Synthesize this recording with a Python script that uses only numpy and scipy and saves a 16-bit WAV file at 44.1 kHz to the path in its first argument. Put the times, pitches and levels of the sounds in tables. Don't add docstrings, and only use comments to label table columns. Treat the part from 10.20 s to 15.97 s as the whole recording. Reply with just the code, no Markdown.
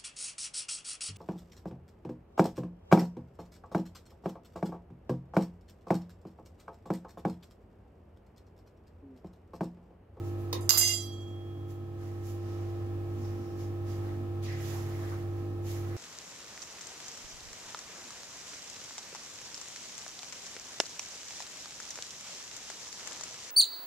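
import sys
import numpy as np
from scipy import signal
from scipy.fft import rfft, irfft
from scipy.io import wavfile
from scipy.ndimage import uniform_filter1d

SR = 44100
rng = np.random.default_rng(int(sys.argv[2]) if len(sys.argv) > 2 else 0)


def pcm_store(signal):
    levels = np.round(np.clip(np.atleast_2d(signal), -1, 1) * 32767)
    wavfile.write(sys.argv[1], SR, levels.astype(np.int16).T)


N = 254313
TIME = np.arange(N) / SR

# (frequency [Hz], left-right coherence [-1 to 1])
COHERENCE = [(60, 0.89), (130, 0.93), (290, 0.82), (640, 0.37), (1410, -0.13), (3100, -0.1), (15000, 0)]


def amp(db):
    return 10 ** (np.asarray(db) / 20)


def unit(x):
    return x / np.sqrt(np.mean(x ** 2) + 1e-20)


def at_hz(points, hz):
    f, value = np.transpose(points)
    return np.interp(np.log(hz + 1), np.log(f + 1), value)


def at_time(rows, t):
    s, *columns = np.transpose(rows)
    return [np.interp(t, s, column) for column in columns]


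def panned(db):
    gains = amp(np.array([np.atleast_1d(db), -np.atleast_1d(db)]) / 2)
    return gains / np.sqrt(np.mean(gains ** 2, axis=0))


def add(mix, s, sound):
    part = mix[:, max(round(s * SR), 0):][:, :sound.shape[1]]
    part += sound[:, :part.shape[1]]


def coloured(x, points):
    size = x.shape[-1]
    gain = amp(at_hz(points, np.fft.rfftfreq(size, 1 / SR)))
    return unit(irfft(rfft(x) * gain, size))


def drift(rate_hz):
    knots = rng.standard_normal(1024)
    return unit(np.interp(TIME * rate_hz * 2, np.arange(1024), knots))


def diffuse(field_db, patchy_db, size):
    hop = size // 4
    t = np.arange(N // hop + 5)[:, None] * hop / SR
    hz = np.fft.rfftfreq(size, 1 / SR)
    a, b, c, d, patches = rng.standard_normal((5, len(t), len(hz)))
    patches = uniform_filter1d(patches, size=10, axis=0)
    patches = unit(uniform_filter1d(patches, size=9, axis=1))
    same = np.clip(at_hz(COHERENCE, hz), -1, 1)
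    left = a + 1j * b
    right = same * left + np.sqrt(1 - same ** 2) * (c + 1j * d)
    frames = np.array([left, right]) * amp(field_db(t, hz) + patchy_db * patches)
    noise = signal.istft(frames.transpose(0, 2, 1), nperseg=size, noverlap=size - hop)[1]
    return unit(noise[:, :N])


def kitchen(x, delay=0.0034):
    # (frequency [Hz], time to fall by 60 dB [s])
    decay_times = [(300, 0.48), (2000, 0.36), (5000, 0.15), (9000, 0.23), (15000, 0.096)]
    hz, t, z = signal.stft(rng.standard_normal((2, SR // 2)), SR, nperseg=256)
    decay = amp(-60 * t / at_hz(decay_times, hz)[:, None])
    tail = signal.istft(z * decay, SR, nperseg=256)[1]
    tail *= np.clip(np.arange(tail.shape[1]) / SR / delay - 1, 0, 1)
    return signal.fftconvolve(x, tail / np.linalg.norm(tail[0]), axes=1)[:, :N]


def room_air(level_db=-48, side_db=-1):
    # (frequency [Hz], relative level [dB])
    air_colour = [(20, -23.5), (35, -10.5), (60, 1), (100, 10), (170, -2), (300, -1), (480, -6.5),
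                  (750, -9.5), (1000, -15.5), (1300, -12), (1500, -22), (2500, -20.5), (4000, -27.5),
                  (7000, -31.5), (9000, -36.5), (15500, -32)]
    noise = diffuse(lambda t, hz: at_hz(air_colour, hz), patchy_db=-0.45, size=2048)
    return amp(level_db) * panned(side_db) * noise


def fridge(level_db=-37.5, waver_db=0.26, wobble=0.022, cabinet_db=0):
    # (multiple of the shaft speed, relative level [dB])
    hum_orders = [(1, -23), (2, 1), (3, -37.5), (4, -25.5), (5, -23), (6, -18), (7, -4.5), (8, -30.5),
                  (9, -20), (10, -23), (11, -26), (12, -36.5), (13, -27), (14, -30.5), (15, -33), (16, -22),
                  (17, -35.5), (18, -57), (19, -52), (20, -60.5), (21, -32), (22, -30.5), (23, -46),
                  (24, -54), (25, -38.5), (26, -28.5), (27, -40), (28, -44.5), (29, -65.5), (30, -50),
                  (31, -64), (32, -43.5), (33, -38.5), (34, -42), (35, -37), (36, -54), (37, -37)]
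    # (centre frequency [Hz], approximate width [Hz], level [dB])
    cabinet_tones = [(135.8, 2, -54), (145.4, 2.4, -66), (237.2, 6, -60), (242, 5, -60.5),
                     (298.7, 8, -57.5), (329, 8.8, -60.5), (816, 36, -70.5), (1290, 120, -69)]
    # (frequency [Hz], left minus right [dB])
    hum_balance = [(100, -1), (200, 3), (345, -3.5), (480, 6), (590, 7), (650, -3.5), (790, 4),
                   (1300, -7.5), (4000, 9), (15000, 0)]
    shaft_hz = 49.335
    dip_s, dip_width_s, dip_db = 3.28, 0.08, -5.5
    out = np.zeros((2, N))
    shaft = 2 * np.pi * shaft_hz * TIME + wobble * drift(1.5)
    dip = amp(dip_db * np.exp(-((TIME - dip_s) / dip_width_s) ** 2))
    wavers = [amp(waver_db * drift(6)) for _ in range(3)]
    for k, (_, db) in enumerate(hum_orders, 1):
        hz = k * shaft_hz
        apart = np.arccos(np.clip(at_hz(COHERENCE, hz), -1, 1)) * np.array([[0], [.7]])
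        tone = np.sqrt(2) * np.sin(k * shaft + 2 * np.pi * rng.random() + apart)
        tone = tone * wavers[k % len(wavers)] * (dip if k <= 2 else 1)
        out += amp(level_db + db) * panned(at_hz(hum_balance, hz)) * tone
    for hz, width_hz, db in cabinet_tones:
        turn = 2 * np.pi * hz * TIME
        buzz = drift(width_hz / 2) * np.cos(turn) + drift(width_hz / 2) * np.sin(turn)
        out += amp(db + cabinet_db) * panned(-1) * buzz
    return out


def contact_weight(hz, favoured_hz, octave_db):
    octaves_off = abs(np.log2((hz + 1) / favoured_hz))
    return -octave_db * np.minimum(octaves_off, 1.6)


def spoon_contacts(count=3):
    # (time [s], relative ring level [dB], favoured frequency [Hz],
    # relative clack level [dB])
    fall_contacts = [(.408, -51, 9000, -55), (.4932, -17, 5000, -8.5), (.494, -15.5, 15000, -7),
                     (.5073, -30, 4690, -2), (.575, -18.5, 12200, -8.5), (.579, -17.5, 7030, -11),
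                     (.612, -18.5, 5170, -15), (.629, -26.5, 2100, -42.5), (.648, -22, 5120, -36),
                     (.677, -23, 6140, -14), (.690, -28, 2900, -37.5), (.711, -26, 5000, -36.5),
                     (.729, -30.5, 7100, -28), (.823, -48, 13600, -34)]
    s, gap_s, shrink = .922, .082, 0.89
    first_db, loss_db, rock_hz, clack_db = -56, 5.5, 6900, 1
    rocks = []
    for k in range(count):
        ring_db = first_db - k * loss_db
        rocks.append((s, ring_db, rock_hz, ring_db + clack_db))
        s += gap_s * shrink ** k
    return fall_contacts + rocks


def knock(level_db=-27, fade_s=0.0028, side_db=-2, wet_db=-3):
    # (frequency [Hz], relative level [dB])
    knock_colour = [(200, -20), (400, 12), (650, -3), (940, 7), (1450, -11), (1850, -4.5), (3000, -7.5),
                    (3900, 3.5), (6800, -6), (8100, -18), (14500, -5.5)]
    knock_s = .3275
    t, out = np.arange(4096) / SR, np.zeros((2, N))
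    blow = t / fade_s * np.exp(1 - t / fade_s)
    noise = coloured(rng.standard_normal((2, len(t))), knock_colour)
    add(out, knock_s, amp(level_db) * panned(side_db) * blow * noise)
    return out + amp(wet_db) * kitchen(out)


def spoon_ring(octave_db=13, stored_db=-5, store_s=0.0071, waver_db=3.0):
    mode_hz = [660, 2067, 2817, 3279, 3480, 3942, 4517, 4852, 5060, 5768, 6266, 6513, 6865, 7275, 7442,
               8419, 8595, 8823, 9760, 10022, 11040, 11579, 12201, 12662, 12876, 13108, 13849, 14128, 14376,
               15264, 15365]
    # (relative level [dB], time to fall by 60 dB [s], left minus right [dB])
    modes = [(-7, .35, 0), (-1, .2, -1), (-2, .25, -7), (-16, 1.7, -8), (-19, .5, 5), (-14, .55, -5),
             (-16, .6, -4), (0, .33, -11), (-7, .22, -14), (-20, .75, -8), (0, .3, -11), (-16, .25, -6),
             (-10, .26, 0), (-2, .33, -7), (-15, .28, -12), (-12, .28, -8), (-21, .6, -1), (-7, .28, -8),
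             (-9, .3, -6), (-9, .33, -3), (-17, .33, -5), (-13, .28, -9), (-10, .3, -3), (-3, .24, -7),
             (-3, .21, -4), (-12, .27, -5), (-12, .3, -10), (-4, .19, -6), (-14, .23, -14), (-10, .24, -3),
             (-10, .24, -10)]
    s, level_db, favoured_hz, _ = np.transpose(spoon_contacts())
    out = np.zeros((2, N))
    build = np.exp(-1 / (.0007 * SR))
    keep = np.exp(-1 / (store_s * SR))
    for hz, (db, t60, side_db) in zip(mode_hz, modes):
        t = np.arange(int((s[-1] - s[0] + t60) * SR)) / SR
        blows = np.zeros(len(t))
        blow_db = level_db + db + contact_weight(hz, favoured_hz, octave_db)
        blows[np.round((s - s[0]) * SR).astype(int)] = amp(blow_db)
        power = signal.lfilter([1], [1, -amp(-120 / (t60 * SR))], blows ** 2)
        kick = np.arcsin(np.clip(blows / np.sqrt(power + 1e-20), 0, 1))
        kick = kick * rng.choice([-1, 1], len(t))
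        power = power + amp(stored_db) ** 2 * signal.lfilter([1 - keep], [1, -keep], power)
        phasor = np.sqrt(power) * np.exp(1j * np.cumsum(kick))
        swing = signal.lfilter([1 - build], [1, -build], phasor)
        beats = np.array([np.interp(t * 90, np.arange(300), rng.standard_normal(300)) for _ in range(2)])
        beats *= np.exp(-np.maximum(s[0] + t - s[-1], 0) / t60)
        beats *= min(hz / 5000, 1.5)
        side_turn = np.array([[0], [rng.choice([-.2, .2])]])
        turns = hz * t + rng.random() + side_turn + .08 * beats[::-1]
        tone = (swing * np.exp(2j * np.pi * turns)).real
        add(out, s[0], panned(side_db) * amp(waver_db * beats) * tone)
    return out + amp(-10) * kitchen(out)


def spoon_clacks(clack_s=0.001, side_db=-8, octave_db=7):
    # (frequency [Hz], relative level [dB])
    clack_colour = [(200, -28), (650, -6), (1300, -6.5), (2400, -13.5), (3600, -10), (5000, -2),
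                    (7000, 1.5), (8100, -21.5), (10500, -27.5), (12500, -12), (15500, -6.5)]
    t, out = np.arange(2048) / SR, np.zeros((2, N))
    for s, _, favoured_hz, db in spoon_contacts():
        colour = [(hz, level + contact_weight(hz, favoured_hz, octave_db)) for hz, level in clack_colour]
        noise = coloured(rng.standard_normal((2, len(t))), colour)
        add(out, s, amp(db) * panned(side_db) * noise * np.exp(-t / clack_s))
    return out + amp(-4) * kitchen(out)


def fingers(side_db=-2, grain=0.088):
    # (time [s], relative level [dB], centre frequency [Hz], length [s], fall-off [dB per octave])
    brushes = [(2.191, -72, 5460, .22, 27.5), (3.005, -64, 5450, 0.089, 41), (3.15, -69, 5400, 0.22, 48),
               (3.381, -65, 5360, 0.06, 40), (3.66, -63, 4980, .06, 23), (3.773, -55.5, 800, 0.13, 26),
               (4.224, -55, 5500, 0.024, 4), (4.262, -51, 1930, 0.13, 27), (4.5, -51, 800, 0.11, 11),
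               (4.91, -47.5, 1220, 0.031, 29)]
    out, u = np.zeros((2, N)), np.arange(SR) / SR
    for s, db, hz, length, octave_db in brushes:
        band = [(hz * 2. ** k, -octave_db * abs(k)) for k in range(-4, 5)]
        swell = 2 * u / length * np.exp(1 - 2 * u / length)
        swell = swell * (1 + grain * drift(72.0)[:SR])
        noise = coloured(rng.standard_normal((2, len(u))), band)
        add(out, s, amp(db) * panned(side_db) * swell * noise)
    return out


def hand_motion(size=1200):
    # (time at its fastest [s], rise [s], fall [s], relative sliding level [dB],
    # share of fine hiss [dB], left minus right [dB], relative pushing level [dB])
    strokes = [(.08, 0.058, 0.057, -62, -4, -2, -80), (.21, 0.036, .08, -68.5, 2, -5, -79.5),
               (1.51, 0.027, 0.043, -58, -3.5, -4, -75), (1.85, 0.067, 0.18, -62, -8.5, -3, -59.5),
               (2.09, 0.057, 0.069, -54.5, -4, -4.5, -70.5), (2.32, 0.16, 0.29, -64, -15, -7.5, -64),
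               (3.05, 0.14, 0.27, -64, -8, -3, -63.5), (3.42, .05, 0.069, -60, -7, -1, -65),
               (3.72, 0.053, 0.094, -57.5, -8.5, -7, -60), (3.88, 0.086, .12, -66, -12, -4, -58.5),
               (4.249, .02, 0.17, -53, -19, -2, -59), (4.5, 0.12, 0.15, -49, -7, -6.5, -54.5),
               (4.76, 0.15, 0.2, -60, -8, -5, -55), (4.91, 0.13, 0.13, -59, -8, -2.5, -55.5),
               (5.2, 0.087, 0.15, -66.5, -9, -10, -71), (5.5, 0.048, 0.13, -50, -6, -2, -60),
               (5.75, 0.21, .1, -63.5, -13, -3, -57.5)]
    fall_shape = 1.3
    t = np.linspace(0, N / SR, size)
    s, rise, fall, slide_db, fine_db, side_db, push_db = np.transpose(strokes)[:, :, None]
    speed = np.exp(-np.where(t < s, ((t - s) / rise) ** 2, abs((t - s) / fall) ** fall_shape))
    slide = (speed * amp(slide_db)) ** 2 + 1e-20
    push = (speed * amp(push_db)) ** 2 + 1e-20
    share = slide / slide.sum(0)
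    total_slide_db, total_push_db = 10 * np.log10(slide.sum(0)), 10 * np.log10(push.sum(0))
    return np.transpose([t, total_slide_db, (share * fine_db).sum(0), (share * side_db).sum(0), total_push_db])


def pushing_palms(motion, level_db=3, side_db=-1, grit_db=-11, grit_per_s=500):
    # (frequency [Hz], relative level [dB])
    push_colour = [(250, 3), (500, 5.5), (800, 7), (1250, 7), (1520, 6), (1950, 7), (2600, -4.5),
                   (4000, -8), (7000, -14)]
    rustle = diffuse(lambda t, hz: at_hz(push_colour, hz), patchy_db=2.5, size=512)
    catches = rng.standard_normal((2, N)) * (rng.random(N) < grit_per_s / SR)
    grit = amp(grit_db) * coloured(catches, push_colour)
    push_db = at_time(motion, TIME)[-1]
    return amp(push_db + level_db) * panned(side_db) * (rustle + grit)


def sliding_powder(motion, level_db=1, crumbs_db=-9.0, fine_db=5, crumbs_per_s=500):
    # (frequency [Hz], relative level [dB])
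    slide_colour = [(900, -26.5), (2200, -1.5), (3000, -1), (4300, -2.5), (5600, 1), (7300, 1), (8300, -10),
                    (9600, -5.5), (11600, -2), (15600, -5.5)]
    slide_db, _, side_db, _ = at_time(motion, TIME)

    def hiss_db(t, hz):
        tilt = np.clip(np.log2((hz + 1) / 6500), -.4, 1)
        return at_hz(slide_colour, hz) + (at_time(motion, t)[1] + fine_db) * tilt

    hiss = diffuse(hiss_db, patchy_db=1.25, size=512)
    ticks = rng.standard_normal((2, N)) * (rng.random(N) < crumbs_per_s / SR)
    crumbs = amp(crumbs_db) * coloured(ticks, slide_colour)
    return amp(slide_db + level_db) * panned(side_db) * (hiss + crumbs)


def scene():
    background = room_air() + fridge()
    spoon = knock() + spoon_ring() + spoon_clacks()
    motion = hand_motion()
    hands = fingers() + pushing_palms(motion) + sliding_powder(motion)
    return background + spoon + hands


def record(dry, limit_db=-17, attack_s=0.0028, recover_db_per_s=170, duck_db=4.5, hold_s=1.2, release_s=0.68):
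    power_db = 10 * np.log10(abs(uniform_filter1d((dry ** 2).mean(0), size=130)) + 1e-12)
    fall = TIME * recover_db_per_s
    peak_db = np.maximum.accumulate(power_db + fall) - fall
    over_db = np.maximum(peak_db - limit_db, 0)
    since = np.cumsum(np.maximum.accumulate(over_db) > 1) / SR
    held_db = duck_db * (since > 0) * np.clip(1 - (since - hold_s) / release_s, 0, 1)
    lag = np.exp(-1 / (attack_s * SR))
    cut_db = signal.lfilter([1 - lag], [1, -lag], np.maximum(over_db, held_db))
    ceiling, edge_hz = .85, 15750
    clipped = np.clip(dry / amp(cut_db), -ceiling, ceiling)
    low_pass = signal.firwin(511, edge_hz, window=("kaiser", 9), fs=SR)
    return signal.oaconvolve(clipped, low_pass[None], "same")


dry = scene()
out = record(dry)
pcm_store(out)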